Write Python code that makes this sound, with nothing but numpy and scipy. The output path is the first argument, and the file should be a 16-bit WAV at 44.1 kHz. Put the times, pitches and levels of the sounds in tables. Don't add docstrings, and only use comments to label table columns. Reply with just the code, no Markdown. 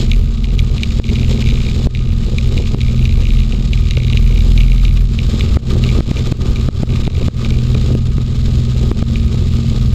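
import sys
import numpy as np
from scipy import signal
from scipy.fft import rfft, irfft, next_fast_len
from scipy.io import wavfile
from scipy.ndimage import uniform_filter1d, minimum_filter1d

SR = 44100
rng = np.random.default_rng(int(sys.argv[2]) if len(sys.argv) > 2 else 0)


def waveform_to_disk(signal):
    frames = np.transpose(np.atleast_2d(signal))
    scaled = np.clip(frames, -1, 1) * 32767
    samples = np.round(scaled).astype(np.int16)
    wavfile.write(sys.argv[1], SR, samples)


N = 438354


def from_db(db):
    return 10 ** (np.asarray(db) / 20)


def unit_power(x):
    return x / np.sqrt(np.mean(x ** 2) + 1e-20)


def in_time(rows):
    times, *columns = np.transpose(rows)
    return [np.interp(np.arange(N) / SR, times, column) for column in columns]


def drift(rate_hz):
    pole = np.exp(-80 * np.pi * rate_hz / SR)
    slow = signal.lfilter([1], [1, -2 * pole, pole * pole], rng.standard_normal(N // 40 + 2002))[2000:]
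    return np.interp(np.arange(N) / 40, np.arange(len(slow)), unit_power(slow))


def coloured(x, spectrum):
    size = next_fast_len(N)
    hz, db = np.transpose(spectrum)
    bins = np.maximum(np.arange(size // 2 + 1) * SR / size, 1)
    gain = from_db(np.interp(np.log(bins), np.log(hz), db))
    rolloff = np.minimum(bins / hz[0], 1) ** 2 * np.minimum(hz[-1] / bins, 1) ** 2
    return unit_power(irfft(rfft(x, size) * gain * rolloff, size)[:N])


def grains(per_s, spread_db):
    sizes = from_db(spread_db * np.minimum(rng.exponential(1, N), 4)) * rng.choice([-1, 1], N)
    return sizes * (rng.random(N) < per_s / SR)


def ring(clicks, hz, t60_s):
    decay, angle = from_db(-60 / (t60_s * SR)), 2 * np.pi * hz / SR
    return signal.lfilter([0, np.sin(angle)], [1, -2 * decay * np.cos(angle), decay ** 2], clicks + 1e-18)


def swell(start, end, attack_s, release_s):
    t = np.arange(N) / SR
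    return np.exp(np.clip(np.minimum((t - start) / attack_s, (end - t) / release_s), -30, 0))


def around(events, attack_s, release_s):
    out = np.zeros(N)
    for time_s, _ in events:
        out = np.maximum(out, swell(time_s, time_s, attack_s, release_s))
    return out


FIRINGS_PER_CYCLE = 6
# time_s, firing_hz
ENGINE_SPEED = [(0, 123.2), (.7, 123.7), (2.1, 123.6), (3.7, 123.25), (7.3, 123.2), (8.3, 124.2),
                (8.9, 124.25), (9.93, 123.6)]
def engine_cycles():
    firing_hz, = in_time(ENGINE_SPEED)
    return np.cumsum(firing_hz) / SR / FIRINGS_PER_CYCLE


# time_s, level_db
ENGINE_LOAD = [(0, -18.5), (.3, -26), (1.35, -15.5), (2.1, -20.5), (3.1, -17.5), (3.6, -22.5),
               (4.12, -16.5), (4.9, -23), (5.9, -16), (6.27, -23.5), (6.95, -17.5), (8.1, -19),
               (9.93, -15.5)]
# cycle_multiple, relative_db
ENGINE_ORDERS = [(1, -34), (2, -2), (3, -5), (4, -0.5), (5, -11.5), (6, 1), (7, -19.5), (8, -16),
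                 (9, -15.5), (10, -13), (11, -8.5), (12, -21.5), (18, -27.5), (20, -34.5), (60, -39.5),
                 (72, -53)]
def engine(cycles, gain_db, waver, roughness, load_share):
    load_db, = in_time(ENGINE_LOAD)
    swing_db = load_db - load_db.mean()
    out = np.zeros(N)
    for multiple, db in ENGINE_ORDERS:
        phase = 2 * np.pi * (multiple * cycles + rng.random())
        unsteady = waver + roughness * multiple / FIRINGS_PER_CYCLE
        tone = (1 + unsteady * drift(3.5)) * np.sin(phase) + unsteady * drift(3.7) * np.cos(phase)
        follows = 1 if multiple == FIRINGS_PER_CYCLE else load_share
        out += from_db(db + follows * swing_db) * tone
    return np.sqrt(2) * from_db(load_db.mean() + gain_db) * out


# start_s, end_s, first_hz, last_hz, level_db
FLUTTER_SPELLS = [(0, 0.583, 35, 44, -11.5), (1.503, 2.605, 46, 28, -17), (3.15, 3.7, 34, 43, -11),
                  (4.244, 5.053, 40.5, 43, -10)]
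def skirt_flutter(octave_db, waver_db):
    out = np.zeros(N)
    for start, end, first_hz, last_hz, db in FLUTTER_SPELLS:
        flap_hz, = in_time([(start, first_hz), (end, last_hz)])
        phase = 2 * np.pi * np.cumsum(flap_hz) / SR
        flaps = np.sin(phase) + from_db(octave_db) * np.sin(2 * phase)
        out += from_db(db) * swell(start, end, attack_s=0.11, release_s=0.14) * flaps
    return np.sqrt(2) * from_db(waver_db * drift(8.6)) * out


# frequency_hz, density_db
BUFFET_SPECTRUM = [(18, 2.5), (30, -8), (48, -2), (65, -1.5), (80, -4.5), (100, -14), (140, -11),
                   (200, -23.5), (400, -37.5)]
def air_buffet(level_db, gust_db):
    return from_db(level_db + gust_db * drift(2.6)) * coloured(rng.standard_normal(N), BUFFET_SPECTRUM)


# time_s, snow_fraction
SNOW_FRACTION = [(5.1, 0), (5.4, 0.84), (7.3, 0.72), (8.1, 0.22)]
# time_s, drag_db
SKIRT_DRAG = [(0, 9), (.08, -3), (.5, -5), (.85, 1), (1.3, 1.5), (1.8, 1), (2.08, -6.5), (2.3, 0.5),
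              (2.85, -1), (4.1, -.5), (5.1, -4), (5.33, 8.5), (5.55, 3), (6.2, 5.5), (6.45, 1.5),
              (7.88, 0.5), (8.03, -4), (8.4, 0.5), (9.93, 0.5)]
def ground_level(ice_db, snow_change_db, drag_share):
    cover, = in_time(SNOW_FRACTION)
    drag_db, = in_time(SKIRT_DRAG)
    return ice_db + snow_change_db * cover + drag_share * drag_db


# time_s, rise_db
SNOW_RIDGES = [(.02, 7.5), (.92, 3.5), (1.33, 9), (1.8, 7), (2.31, 5), (2.6, 10.5), (4.45, 10), (5.92, 4.5),
               (7.2, 6), (7.9, 6.5), (8.821, 4), (9.68, 6.5)]
def ridge_rise():
    return sum(db * swell(s, s, attack_s=0.086, release_s=0.086) for s, db in SNOW_RIDGES)


# frequency_hz, density_db
DRUM_SPECTRUM = [(60, 13.5), (130, 1.5), (215, 6.5), (300, -1), (390, 2), (490, -4.5), (620, -14),
                 (900, -20.5), (2000, -41)]
def skirt_drumming(heave_db, clump_db):
    level_db = ground_level(ice_db=-29, snow_change_db=1.9, drag_share=0.78) + ridge_rise()
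    level_db += heave_db * around(GROUND_BUMPS, attack_s=0.035, release_s=0.0092)
    lumps = coloured(grains(per_s=500, spread_db=3.5), DRUM_SPECTRUM)
    return from_db(level_db + clump_db * drift(13.4)) * lumps


# frequency_hz, density_db
SCRAPE_SPECTRUM = [(400, -3), (700, -5.5), (1000, -6), (1160, 2.5), (1250, 5.5), (1380, -7.5), (1520, -3.5),
                   (1800, -11.5), (2300, -8), (4000, -14.5)]
# frequency_hz, density_db
HISS_SPECTRUM = [(1500, -6), (2200, 1), (3000, 4.5), (3900, 8), (4600, 2.5), (5200, 2), (5800, -5.5),
                 (7000, -0.5), (8200, -9.5), (9500, -26.5), (12300, -18), (15000, -29)]
def hem_friction(cycles, ridge_share):
    firing = 2 * np.pi * FIRINGS_PER_CYCLE * cycles
    throb = 0.62 * np.cos(firing / 2) + 0.39 * np.cos(firing) + 0.42 * np.cos(2 * np.pi * cycles)
    rub = drift(45.6)
    scrape_db = ground_level(ice_db=-46.5, snow_change_db=6.5, drag_share=0.32) + 3.13 * rub
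    hiss_db = ground_level(ice_db=-39, snow_change_db=-1.14, drag_share=0.95) + 2.23 * rub
    hiss_db += ridge_share * ridge_rise() + 2.9 * throb
    scrape = from_db(scrape_db) * coloured(grains(per_s=9000, spread_db=2.5), SCRAPE_SPECTRUM)
    hiss = from_db(hiss_db) * coloured(grains(per_s=12000, spread_db=5.0), HISS_SPECTRUM)
    return scrape + hiss


# frequency_hz, density_db
FIZZ_SPECTRUM = [(2000, 11), (4000, 2.5), (9000, -1.5), (12200, 2), (14100, 2), (15500, -22)]
def limiter_fizz(shake, level_db):
    peaks = unit_power(np.clip(np.abs(unit_power(shake)) - 1.3, 0, 1))
    return from_db(level_db) * peaks * coloured(rng.standard_normal(N), FIZZ_SPECTRUM)


# pitch_hz, relative_db, t60_s, nominal_delay_s
CASE_MODES = [(2200, -3, 0.014, 0.002665), (2390, 1.5, 0.013, 0.002335), (2840, 1.5, 0.0082, 0.00132),
              (3460, -9.5, 0.015, 0.0016), (3820, 1.5, 0.0087, 0.0012), (4530, -19.5, 0.021, .0003),
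              (6000, -10.5, 0.0061, 0.00014), (6560, -19, 0.012, 0.0057), (8300, -30, 0.0033, 0.0071)]
def case_ringing(tap_samples, taps_db, scatter_db, lowest_hz):
    count = len(tap_samples)
    path = rng.uniform(.3, 1.05, count)
    out = np.zeros(N)
    for hz, db, t60_s, delay_s in CASE_MODES:
        strength = from_db(taps_db + db + scatter_db * rng.standard_normal(count))
        travel = delay_s * path * SR * rng.uniform(.85, 1.15, count)
        arrival = np.clip(tap_samples + travel, 0, N - 1).astype(int)
        out += ring(np.bincount(arrival, strength, N), hz, t60_s)
    return signal.sosfilt(signal.butter(6, lowest_hz, "high", fs=SR, output="sos"), out)


# time_s, relative_db
MOUNT_CLACKS = [(0.1146, -10), (0.4424, -15), (0.5909, -11), (0.7803, -18.5), (0.8333, -7), (1.041, -12.5),
                (1.0899, -15), (1.1556, -15), (1.4691, -17), (1.499, -18), (1.949, -14), (2.383, -12.5),
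                (2.5775, -12.5), (2.806, -15), (3.053, -13.5), (3.3887, -18), (3.5227, -15.5),
                (3.7319, -11), (3.9089, -7.5), (4.1255, -19), (4.1718, -9), (4.3782, -15.5), (4.576, -13),
                (4.6052, -13), (4.7182, -16), (4.85, -14.5), (4.971, -16.5), (5.1886, -12), (5.4082, -9),
                (5.8386, -13), (5.889, -13.5), (6.1677, -12.5), (6.558, -16), (6.9588, -21), (7.259, -20),
                (7.4462, -17.5), (7.5043, -18), (7.7438, -17.5), (9.1561, -20)]
# start_s, end_s, tap_db
RATTLE_SPELLS = [(1.045, 1.757, -31.5), (2.81, 3.07, -36.5), (3.268, 3.42, -33), (3.83, 4.427, -30.5),
                 (6.12, 6.202, -26), (6.9, 7.246, -32)]
def mount_rattle(cycles, chatter_db, fitful_db, uneven_db, jitter_s, clack_gain_db, clack_lead_s):
    faint = from_db(ground_level(ice_db=-40, snow_change_db=-13, drag_share=0.15))
    spells = sum(from_db(db) * swell(start, end, attack_s=0.02, release_s=0.011)
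                 for start, end, db in RATTLE_SPELLS)
    chatter = from_db(chatter_db) * around(MOUNT_CLACKS, attack_s=0.001, release_s=0.079)
    rattle_db = 20 * np.log10(faint + spells + chatter) + fitful_db * drift(4)
    beats = np.flatnonzero(np.diff(np.floor(cycles * FIRINGS_PER_CYCLE / 2)))
    late, force = np.clip(rng.standard_normal((len(beats), 2)), -2, 2).T
    clacks_s, clacks_db = np.transpose(MOUNT_CLACKS)
    tap_samples = np.concatenate([(clacks_s - clack_lead_s) * SR, beats + late * jitter_s * SR])
    taps_db = np.concatenate([clacks_db + clack_gain_db, rattle_db[beats] + uneven_db * force])
    return case_ringing(tap_samples, taps_db, scatter_db=2.5, lowest_hz=2110)


# time_s, push_db
GROUND_BUMPS = [(0.999, 9), (1.871, 12.5), (2.747, 8), (3.975, -5.5), (5.571, 14.5), (6.007, 9), (6.115, 8),
                (6.324, 11), (6.688, 12.5), (6.834, 11), (7.078, 10), (7.284, 13.5), (7.752, -1),
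                (7.952, 3), (8.183, -0.5), (8.916, 9), (9.027, 5.5)]
def bump_jolts(rise_s, stop_s, softening, crunch_db, thud_db):
    t, push = np.arange(N) / SR, np.zeros(N)
    hardest_db = max(db for _, db in GROUND_BUMPS)
    for time_s, db in GROUND_BUMPS:
        near = slice(round((time_s - .01) * SR), round((time_s + .005) * SR))
        age = (t[near] - time_s) * from_db(softening * (db - hardest_db))
        push[near] += rng.choice([-1, 1]) * from_db(db) * np.exp(np.minimum(age / rise_s, -age / stop_s))
    crunch = from_db(crunch_db) * coloured(rng.standard_normal(N), SCRAPE_SPECTRUM)
    thud = from_db(thud_db) * ring(np.diff(push, prepend=0), hz=398, t60_s=0.0079)
    return push * (1 + crunch) + thud


def limiter(x, ceiling_db, release_db_per_s):
    over_db = np.maximum(20 * np.log10(np.abs(x) + 1e-9) - ceiling_db, 0)
    ramp_db = release_db_per_s * np.arange(N) / SR
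    held_db = np.maximum.accumulate(over_db + ramp_db, axis=-1) - ramp_db
    gain = minimum_filter1d(from_db(-held_db), size=9)
    return x * uniform_filter1d(gain, size=9)


def scene():
    cycles = engine_cycles()
    shake = engine(cycles, gain_db=-1.0, waver=0.2, roughness=0.06, load_share=0.5)
    shake += skirt_flutter(octave_db=-16, waver_db=0.5)
    shake += air_buffet(level_db=-17, gust_db=1)
    shake += skirt_drumming(heave_db=1, clump_db=2.8)
    friction = hem_friction(cycles, ridge_share=0.47)
    rattle = mount_rattle(cycles, chatter_db=-30.5, fitful_db=3.0, uneven_db=3.0,
                          jitter_s=0.0018, clack_gain_db=-4.0, clack_lead_s=0.00027)
    jolts = bump_jolts(rise_s=0.00073, stop_s=0.00047, softening=0.33, crunch_db=-22, thud_db=-2.5)
    return (shake + friction + rattle + jolts + limiter_fizz(shake, level_db=-54.0))[None]


def record(dry):
    limited = limiter(dry, ceiling_db=-2.0, release_db_per_s=173)
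    stopband_hz = 16300
    return signal.sosfilt(signal.cheby2(14, 70, stopband_hz, fs=SR, output="sos"), limited)


dry = scene()
out = record(dry)
waveform_to_disk(out)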